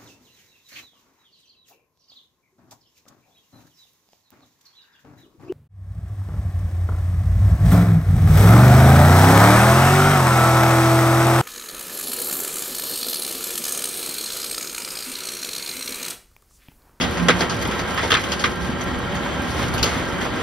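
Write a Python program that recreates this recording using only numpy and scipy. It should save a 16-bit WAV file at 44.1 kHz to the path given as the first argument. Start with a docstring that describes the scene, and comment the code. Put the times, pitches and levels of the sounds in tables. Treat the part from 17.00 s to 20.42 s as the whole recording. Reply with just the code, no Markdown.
"""Open field of tall scrub, from the seat of a tractor driving a rotary brush cutter.
Blades and engine body roar (noise in flickering half-octave bands) over low engine orders (wavering sines)
and gear whine (narrow noise). Stems shred in random puffs; sticks crack and ring the steel deck; clods thump
and knock the frame, faint ticks sound and the frame rumbles. Stereo likeness varies with pitch."""
import sys
import numpy as np
from scipy import signal
from scipy.fft import rfft, irfft, next_fast_len
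from scipy.io import wavfile

SR = 44100
rng = np.random.default_rng(int(sys.argv[2]) if len(sys.argv) > 2 else 0)


def to_wav(s):
    """Save 16-bit WAV."""
    ch = np.atleast_2d(s).T  # columns
    pcm = np.round(np.clip(ch, -1, 1) * 32767)  # PCM
    wavfile.write(sys.argv[1], SR, pcm.astype(np.int16))


N = 150822


def from_db(db):
    """Gain of a level in dB."""
    return 10 ** (np.asarray(db) / 20)


def rms_one(x):
    """Scale to rms 1."""
    return x / np.sqrt(np.mean(x ** 2) + 1e-20)


def in_time(rows):
    """Columns of a breakpoint curve at every sample."""
    time_s, *columns = np.transpose(rows)
    return [np.interp(np.arange(N) / SR, time_s, c) for c in columns]


def at_hz(points, hz):
    """Table read on a log-frequency axis."""
    table_hz, value = np.array(points).T
    return np.interp(np.log(hz + 1), np.log(table_hz), value)


def drift(rate_hz):
    """Low-passed noise of rms 1, made at SR / 40 and interpolated."""
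    r = np.exp(-80 * np.pi * rate_hz / SR)
    noise = rng.standard_normal(N // 40 + 2002)
    slow = signal.lfilter([1], [1, -2 * r, r * r], noise)[2000:]  # start-up dropped
    return np.interp(np.arange(N) / 40, np.arange(len(slow)), rms_one(slow))


def decay_per_sample(t60_s):
    """Gain per sample that falls 60 dB in t60_s."""
    return from_db(-60 / (t60_s * SR))


def ring(x, hz, t60_s):
    """Two-pole resonator: a unit click starts a decaying sine of initial height 1."""
    r, w = decay_per_sample(t60_s), 2 * np.pi * hz / SR
    return signal.lfilter([0, np.sin(w)], [1, -2 * r * np.cos(w), r * r], x + 1e-18)


def puff_envelope(clicks, t60_s):
    """One-pole decay: each click starts an exponential fall."""
    return signal.lfilter([1], [1, -decay_per_sample(t60_s)], clicks + 1e-18)


def band(x, low_hz, high_hz):
    """Band-pass."""
    return signal.sosfilt(signal.butter(2, [low_hz, high_hz], "band", fs=SR, output="sos"), x)


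# roar spectrum before scaling: pitch_hz, density_db [dB per Hz]
ROAR_SPECTRUM = [(30, -45), (50, -6), (75, -4), (180, -2), (300, -3), (450, -9), (800, -7.5), (1300, -10),
                 (2100, -13), (2600, -18), (3200, -15.5), (4200, -26), (5500, -30), (7500, -26),
                 (9500, -39.5), (12000, -40.5), (14000, -40), (15700, -13)]
# roar level: time_s, level_db
ROAR_LEVEL_CURVE = [(0.0, -20.5), (0.17, -26), (0.38, -22.5), (0.76, -24), (1.29, -24.5), (1.47, -25.5),
                    (2.0, -24.5), (2.66, -23.5), (2.74, -22), (3.42, -22.5)]


def roar(patchy_db):
    """Blade wind and engine body: noise in overlapping half-octave bands, each flickering."""
    size = next_fast_len(N)
    hz = np.arange(size // 2 + 1) * SR / size
    tilt = from_db(at_hz(ROAR_SPECTRUM, hz)) * np.minimum(hz / 30, 1) ** 2
    spectrum = rfft(rng.standard_normal((2, size))) * tilt
    half_octave = np.maximum(2 * np.log2((hz + 1) / 30), -1)
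    together, out = drift(9.0), 0
    for k in range(-1, 20):
        share = np.clip(1 - abs(half_octave - k), 0, 1)
        flicker = k / 13.4 * together + 0.58 * drift(17.0)  # common part grows with pitch
        out = out + irfft(spectrum * share, size)[:, :N] * from_db(patchy_db * flicker)
    return from_db(in_time(ROAR_LEVEL_CURVE)[0]) * rms_one(out)


# engine load: time_s, order_level_db
ENGINE_LOAD = [(0, -34), (.07, -25), (.12, -43), (.2, -20.5), (.3, -19.5), (.36, -32), (.55, -37),
               (.8, -49), (1.6, -33), (2.1, -40.5), (2.9, -36), (3.42, -47)]
# shaft orders: shaft_multiple, level_db [re load], load_swing_share
SHAFT_ORDERS = [(1.996, -1, 0.22), (5, -3, 0.98), (7.02, -0.5, 0.53), (10, -6.5, 0.13), (10.58, -4, 0.11),
                (13.53, -5.5, 0.096), (29.94, -10, 0.64)]
TURNS_PER_S = 35.1
WAVER_DB, WAVER_HZ, WOBBLE_RAD = 2.5, 14, .5


def engine():
    """Orders of the shaft as sines, each wavering in level and phase."""
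    load_db, = in_time(ENGINE_LOAD)
    mean_db = load_db.mean()
    shaft_rad, out = 2 * np.pi * TURNS_PER_S * np.arange(N) / SR, np.zeros((2, N))
    for multiple, order_db, share in SHAFT_ORDERS:
        level_db = mean_db + share * (load_db - mean_db) + order_db + WAVER_DB * drift(WAVER_HZ)
        wobble_rad = WOBBLE_RAD * drift(WAVER_HZ) + rng.uniform(0, 2 * np.pi, (2, 1))
        out += np.sqrt(2) * from_db(level_db) * np.sin(multiple * shaft_rad + wobble_rad)
    return out


# gears and pump: pitch_hz, width_hz, level_db
WHINE_BANDS = [(1048, 40, -47.5), (1349, 70, -39.5), (1586, 15, -41.5), (1613, 12, -44.5),
               (1873, 82, -42.5), (2490, 24, -64), (3126, 200, -45), (3880, 16, -56), (4270, 24, -57),
               (4680, 210, -53.5), (568, 15.3, -40.5), (494, 40, -43), (810, 12.5, -50)]


def whines():
    """Gears and pump: narrow bands of noise."""
    out = 0
    for hz, width_hz, db in WHINE_BANDS:
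        noise = rng.standard_normal((2, N))
        out = out + from_db(db) * rms_one(band(noise, hz - width_hz / 2, hz + width_hz / 2))
    return out


SPLINTER_DB, SPLINTER_RATE_HZ = 0.5, 580


def splinters():
    """Noise broken into uneven grains by a fast level drift."""
    return rng.standard_normal((2, N)) * from_db(SPLINTER_DB * drift(SPLINTER_RATE_HZ))


# stem shredding: time_s, level_db
SHRED_LEVEL = [(0, -32), (.12, -38), (.5, -38), (.9, -40), (1.25, -39), (1.5, -36), (2.0, -60),
               (2.6, -37.5), (2.95, -40), (3.42, -45)]
SHREDS_PER_S, SHRED_SPREAD_DB, SHRED_T60_S = 140, 2.5, 0.12


def shredding():
    """Small stems snap at random, each a short dying puff of splinter noise."""
    sizes = from_db(SHRED_SPREAD_DB * np.minimum(rng.exponential(1, N), 3))
    born = rng.random(N) < SHREDS_PER_S / SR
    puffs = puff_envelope(sizes * born, SHRED_T60_S) * splinters()
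    snaps = band(puffs, 1100, 6440) + from_db(-18) * band(puffs, 4800, 10300)
    return from_db(in_time(SHRED_LEVEL)[0]) * rms_one(snaps)


# sticks on blade and deck: start_s, low_db, main_db, upper_db, bright_db, high_db, top_db,
# hold_s, t60_s [limited to .02 .. .5]
STICK_CRACKS = [(0.0094, -28, -23.5, -21, -27, -47, -48, 0.012, 0.097),
                (0.036, -27, -25, -32, -49, -47, -47, 0.01, 0.16),
                (0.17, -28, -28, -45, -34, -42, -50, 0.014, 0.089),
                (0.196, -29, -28, -47, -42, -48, -51, 0.0045, 0.07),
                (0.2837, -12.5, -8, -14, -17, -22.5, -29, 0.0048, 0.038),
                (0.2925, -16, -13.5, -19, -34, -30, -45, 0.0026, 0.044),
                (0.3004, -22.5, -14, -33, -36, -44, -50, 0.0087, 0.099),
                (0.406, -19.5, -19.5, -22.5, -20.5, -34, -36, 0.0055, 0.048),
                (0.4165, -19.5, -22, -36, -38, -46, -41, 0.0035, 0.15),
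                (0.496, -51, -28.5, -28.5, -26.5, -33.5, -52, 0.006, 0.2),
                (0.613, -43, -30, -39, -33.5, -37, -41, 0.007, 0.1),
                (0.623, -32, -28, -37, -31.5, -37, -34, 0.006, 0.071),
                (0.651, -25.5, -26, -35, -37, -45, -45, 0.0063, 0.076),
                (0.71, -44, -26.5, -37, -34, -40, -41, 0.0095, 0.14),
                (0.791, -44, -26.5, -38, -30.5, -37, -41, 0.0067, 0.16),
                (0.9744, -34, -20.5, -33, -37, -42, -44, 0.0086, 0.28),
                (1.0283, -19.5, -29, -33, -36, -49, -50, 0.01, 0.17),
                (1.104, -28, -16.5, -19.5, -24.5, -30, -30.5, 0.0062, 0.054),
                (1.117, -18, -12, -15, -37, -38, -47, 0.0024, 0.046),
                (1.1245, -13.5, -16, -32, -38, -44, -49, 0.0033, 0.064),
                (1.139, -39, -16, -14.5, -30, -32, -41, 0.003, 0.046),
                (1.1485, -28, -17, -31, -45, -46, -45, 0.006, 0.058),
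                (1.166, -43, -20.5, -33, -35.5, -42, -43, 0.0047, 0.19),
                (1.2371, -33, -28.5, -27.5, -32, -36, -41, 0.0054, 0.07),
                (1.3176, -37, -24, -21.5, -22.5, -31, -37, 0.011, 0.087),
                (1.3944, -29, -29, -31, -29.5, -37, -51, 0.01, 0.15),
                (1.4391, -23, -12.5, -21.5, -29, -38, -38, 0.0034, 0.087),
                (1.4556, -33, -24.5, -38, -40, -41, -49, 0.0054, 0.14),
                (1.808, -30, -34, -35, -33, -34.5, -42, 0.01, 0.12),
                (2.153, -40, -32, -35, -35, -39, -49, 0.006, 0.23),
                (2.7386, -27, -36, -34, -31, -38, -32.5, 0.01, 0.1),
                (2.7794, -41, -31, -26, -29, -34, -38, 0.008, 0.16),
                (2.8278, -24.5, -19, -16.5, -13, -21.5, -23, 0.0055, 0.048),
                (2.839, -20.5, -25, -19.5, -22, -26, -30, 0.0045, 0.084),
                (2.8555, -31.5, -25.5, -39, -30.5, -37, -58, 0.0075, 0.6),
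                (3.212, -29, -28.5, -34, -37.5, -39, -46, 0.0052, 0.12)]
# low, main, upper, bright, high, top: low_hz, high_hz
STICK_BANDS = [(300, 980), (900, 2430), (2300, 3495), (3600, 5200), (5000, 6640), (6800, 21800)]
# rise time constant of each band: attack_s
BAND_ATTACK_S = [
    [.003],
    [.0012],
    [.0006],
    [.0004],
    [.0004],
    [.0004],
]
# deck resonances: pitch_hz, level_db, t60_s
DECK_MODES = [(519, -40, 0.05), (920, -42, 0.04), (1322, -36, 0.05), (1590, -36, 0.05), (1903, -40, 0.04),
              (2082, -42, 0.035), (2450, -42, 0.03), (3210, -44, 0.025), (4020, -38, 0.02)]
FIRST_SNAP_DB, FIRST_SNAP_S = 4, .002  # the break starts harder
SPRAY_DB, SPRAY_T60_RATIO = -27.5, 2  # debris keeps rattling after each crack
FIBRES_PER_S, FIBRE_DB = 1200, 9  # single samples of noise lifted: fibres snapping


def cracks():
    """Each stick bursts into splinter noise and snapping fibres that hold, die away and ring the deck."""
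    t, envelope = np.arange(SR // 2) / SR, np.zeros((len(STICK_BANDS), N + SR))
    for start_s, *band_db, hold_s, t60_s in STICK_CRACKS:
        fall_db = -60 * np.maximum(t - hold_s, 0) / np.clip(t60_s, .02, .5)
        burst = from_db(fall_db + FIRST_SNAP_DB * np.exp(-t / FIRST_SNAP_S))
        spray = from_db(SPRAY_DB + fall_db / SPRAY_T60_RATIO)
        rise = 1 - np.exp(-t / BAND_ATTACK_S)
        i = int(start_s * SR)
        envelope[:, i:i + len(t)] += rise * (burst + spray) * from_db(band_db)[:, None]
    envelope = envelope[:, :N]
    fibres = rng.random(N) < FIBRES_PER_S / SR
    grit = rms_one(splinters() * from_db(FIBRE_DB * fibres))
    out = 0
    for (low_hz, high_hz), e in zip(STICK_BANDS, envelope):
        out = out + band(grit * e, low_hz, high_hz) / band(grit, low_hz, high_hz).std()
    blows = grit * envelope[1]  # main band drives the deck
    for hz, db, t60_s in DECK_MODES:
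        out = out + from_db(db) * ring(blows * from_db(2 * drift(7.6)), hz, t60_s)
    return out


# clods on the frame: centre_s, peak_db [alike layer], rate_hz [spectrum peaks at 1.41 times this]
CLOD_THUMPS = [(0.293, -11.5, 167), (.308, -15, 222), (.69, -14, 127), (1.127, -12, 402), (1.695, -12, 123),
               (1.797, -25, 150.2), (1.939, -24, 100), (2.166, -24, 90), (2.5, -27, 200), (2.694, -19, 90),
               (2.747, -19, 79.4), (2.764, -33, 79.4), (2.967, -16, 172)]


def thumps():
    """Clods knock the frame: dull single pushes, each a negative Gaussian-curvature pulse."""
    t, out = np.arange(N) / SR, 0
    for centre_s, db, hz in CLOD_THUMPS:
        u = (t - centre_s) * hz * 2 * np.pi
        out = out - from_db(db) * (1 - u * u) * np.exp(-u * u / 2)
    return out * from_db([[0], [-10]])  # alike, opposed


# small clods: pitch_hz of each frame resonance
FRAME_HZ = [90, 140, 220, 340, 1100, 1500]
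KNOCKS_PER_S, KNOCK_DB, KNOCK_SPREAD_DB = 40, -36.5, 2.5  # KNOCK_DB before the layer split


def knocks():
    """Small clods hit at random, each ringing a frame resonance that falls 60 dB in 4.6 cycles."""
    sizes = from_db(KNOCK_SPREAD_DB * np.minimum(rng.exponential(1, (2, N)), 3))
    signs = rng.choice([-1, 1], N)
    hits = sizes * signs * (rng.random(N) < KNOCKS_PER_S / SR)
    dealt = rng.integers(0, len(FRAME_HZ), N)
    rings = sum(ring(hits * (dealt == k), hz, 4.6 / hz) for k, hz in enumerate(FRAME_HZ))
    return from_db(KNOCK_DB) * rms_one(rings) * from_db([[0], [-5]])  # alike, opposed


# faint ticks: start_s, level_db [before band-pass]
FAINT_TICKS = [(0.1096, -30), (0.675, -29), (0.9454, -30), (1.2156, -36), (1.557, -37), (1.8389, -32.5),
               (1.9889, -36), (2.149, -35), (2.4219, -34)]
TICK_T60_S = 0.034


def ticks():
    """Faint, thin bright clicks of decaying noise."""
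    clicks = np.zeros(N)
    for start_s, db in FAINT_TICKS:
        clicks[int(start_s * SR)] = from_db(db)
    return band(puff_envelope(clicks, TICK_T60_S) * rng.standard_normal((2, N)), 5000, 15500)


# frame rumble: time_s, level_db
RUMBLE_LEVEL = [(0.0, -46), (0.71, -31), (0.77, -48), (1.14, -36), (1.3, -64), (1.52, -37), (1.7, -35),
                (1.9, -32), (2.48, -43), (2.72, -27), (2.9, -35), (3.42, -45)]


def rumble():
    """The frame shakes over rough ground: lumpy low noise."""
    lumps = band(rng.standard_normal((2, N)), 60, 124) * from_db(2.6 * drift(20.0))
    return from_db(in_time(RUMBLE_LEVEL)[0]) * rms_one(lumps)


def scene():
    """Two layers of the same machine: what is alike left and right, and what is opposed."""
    machine = engine() + whines() + roar(patchy_db=1.5) + rumble()
    return machine + shredding() + cracks() + ticks() + thumps() + knocks()


# left-right likeness by pitch: pitch_hz, likeness [-1 opposed .. 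1 alike, limited to that range]
STEREO_LIKENESS = [(40, 0.8), (250, 0.74), (700, 0.56), (1300, 0.92), (1800, 0.34), (2100, 1), (2600, 0.24),
                   (3000, 0.2), (3600, 0.66), (4200, 0.84), (4800, 0.57), (5800, 0.75), (6300, -0.46),
                   (6900, -1.027), (8200, -1.0), (9000, -0.26), (9800, 0.82), (12300, 1.0), (12900, -0.79),
                   (13600, -1.63), (16000, -0.6)]
# left-right balance by pitch: pitch_hz, left_minus_right_db
STEREO_LEAN = [(60, -4.5), (110, 1.5), (200, -2.5), (360, 0.5), (650, -0.5), (1190, -2), (2160, -2.0),
               (3930, 4), (7140, 0), (13000, -2)]
BASS_CUT_HZ, TOP_CUT_HZ, ROUNDING = 31, 15850, 1.1  # ROUNDING: peak ceiling before the top cut


def record(dry):
    """Left and right share the sound by likeness at each pitch; deep bass and top cut, peaks rounded."""
    size = next_fast_len(N + 4096)
    hz = np.arange(size // 2 + 1) * SR / size
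    alike = np.clip(at_hz(STEREO_LIKENESS, hz), -1, 1)
    half_lean_db = at_hz(STEREO_LEAN, hz) / 2
    both, opposed = rfft(dry, size) * np.sqrt([(1 + alike) / 2, (1 - alike) / 2])
    spectra = np.array([both + opposed, both - opposed]) * from_db([half_lean_db, -half_lean_db])
    pair = irfft(spectra, size)[:, :N]
    pair = signal.sosfilt(signal.butter(2, BASS_CUT_HZ, "high", fs=SR, output="sos"), pair)
    rounded = ROUNDING * np.tanh(pair / ROUNDING)
    return signal.sosfilt(signal.cheby2(12, 70, TOP_CUT_HZ, fs=SR, output="sos"), rounded)


dry = scene()
out = record(dry)
to_wav(out)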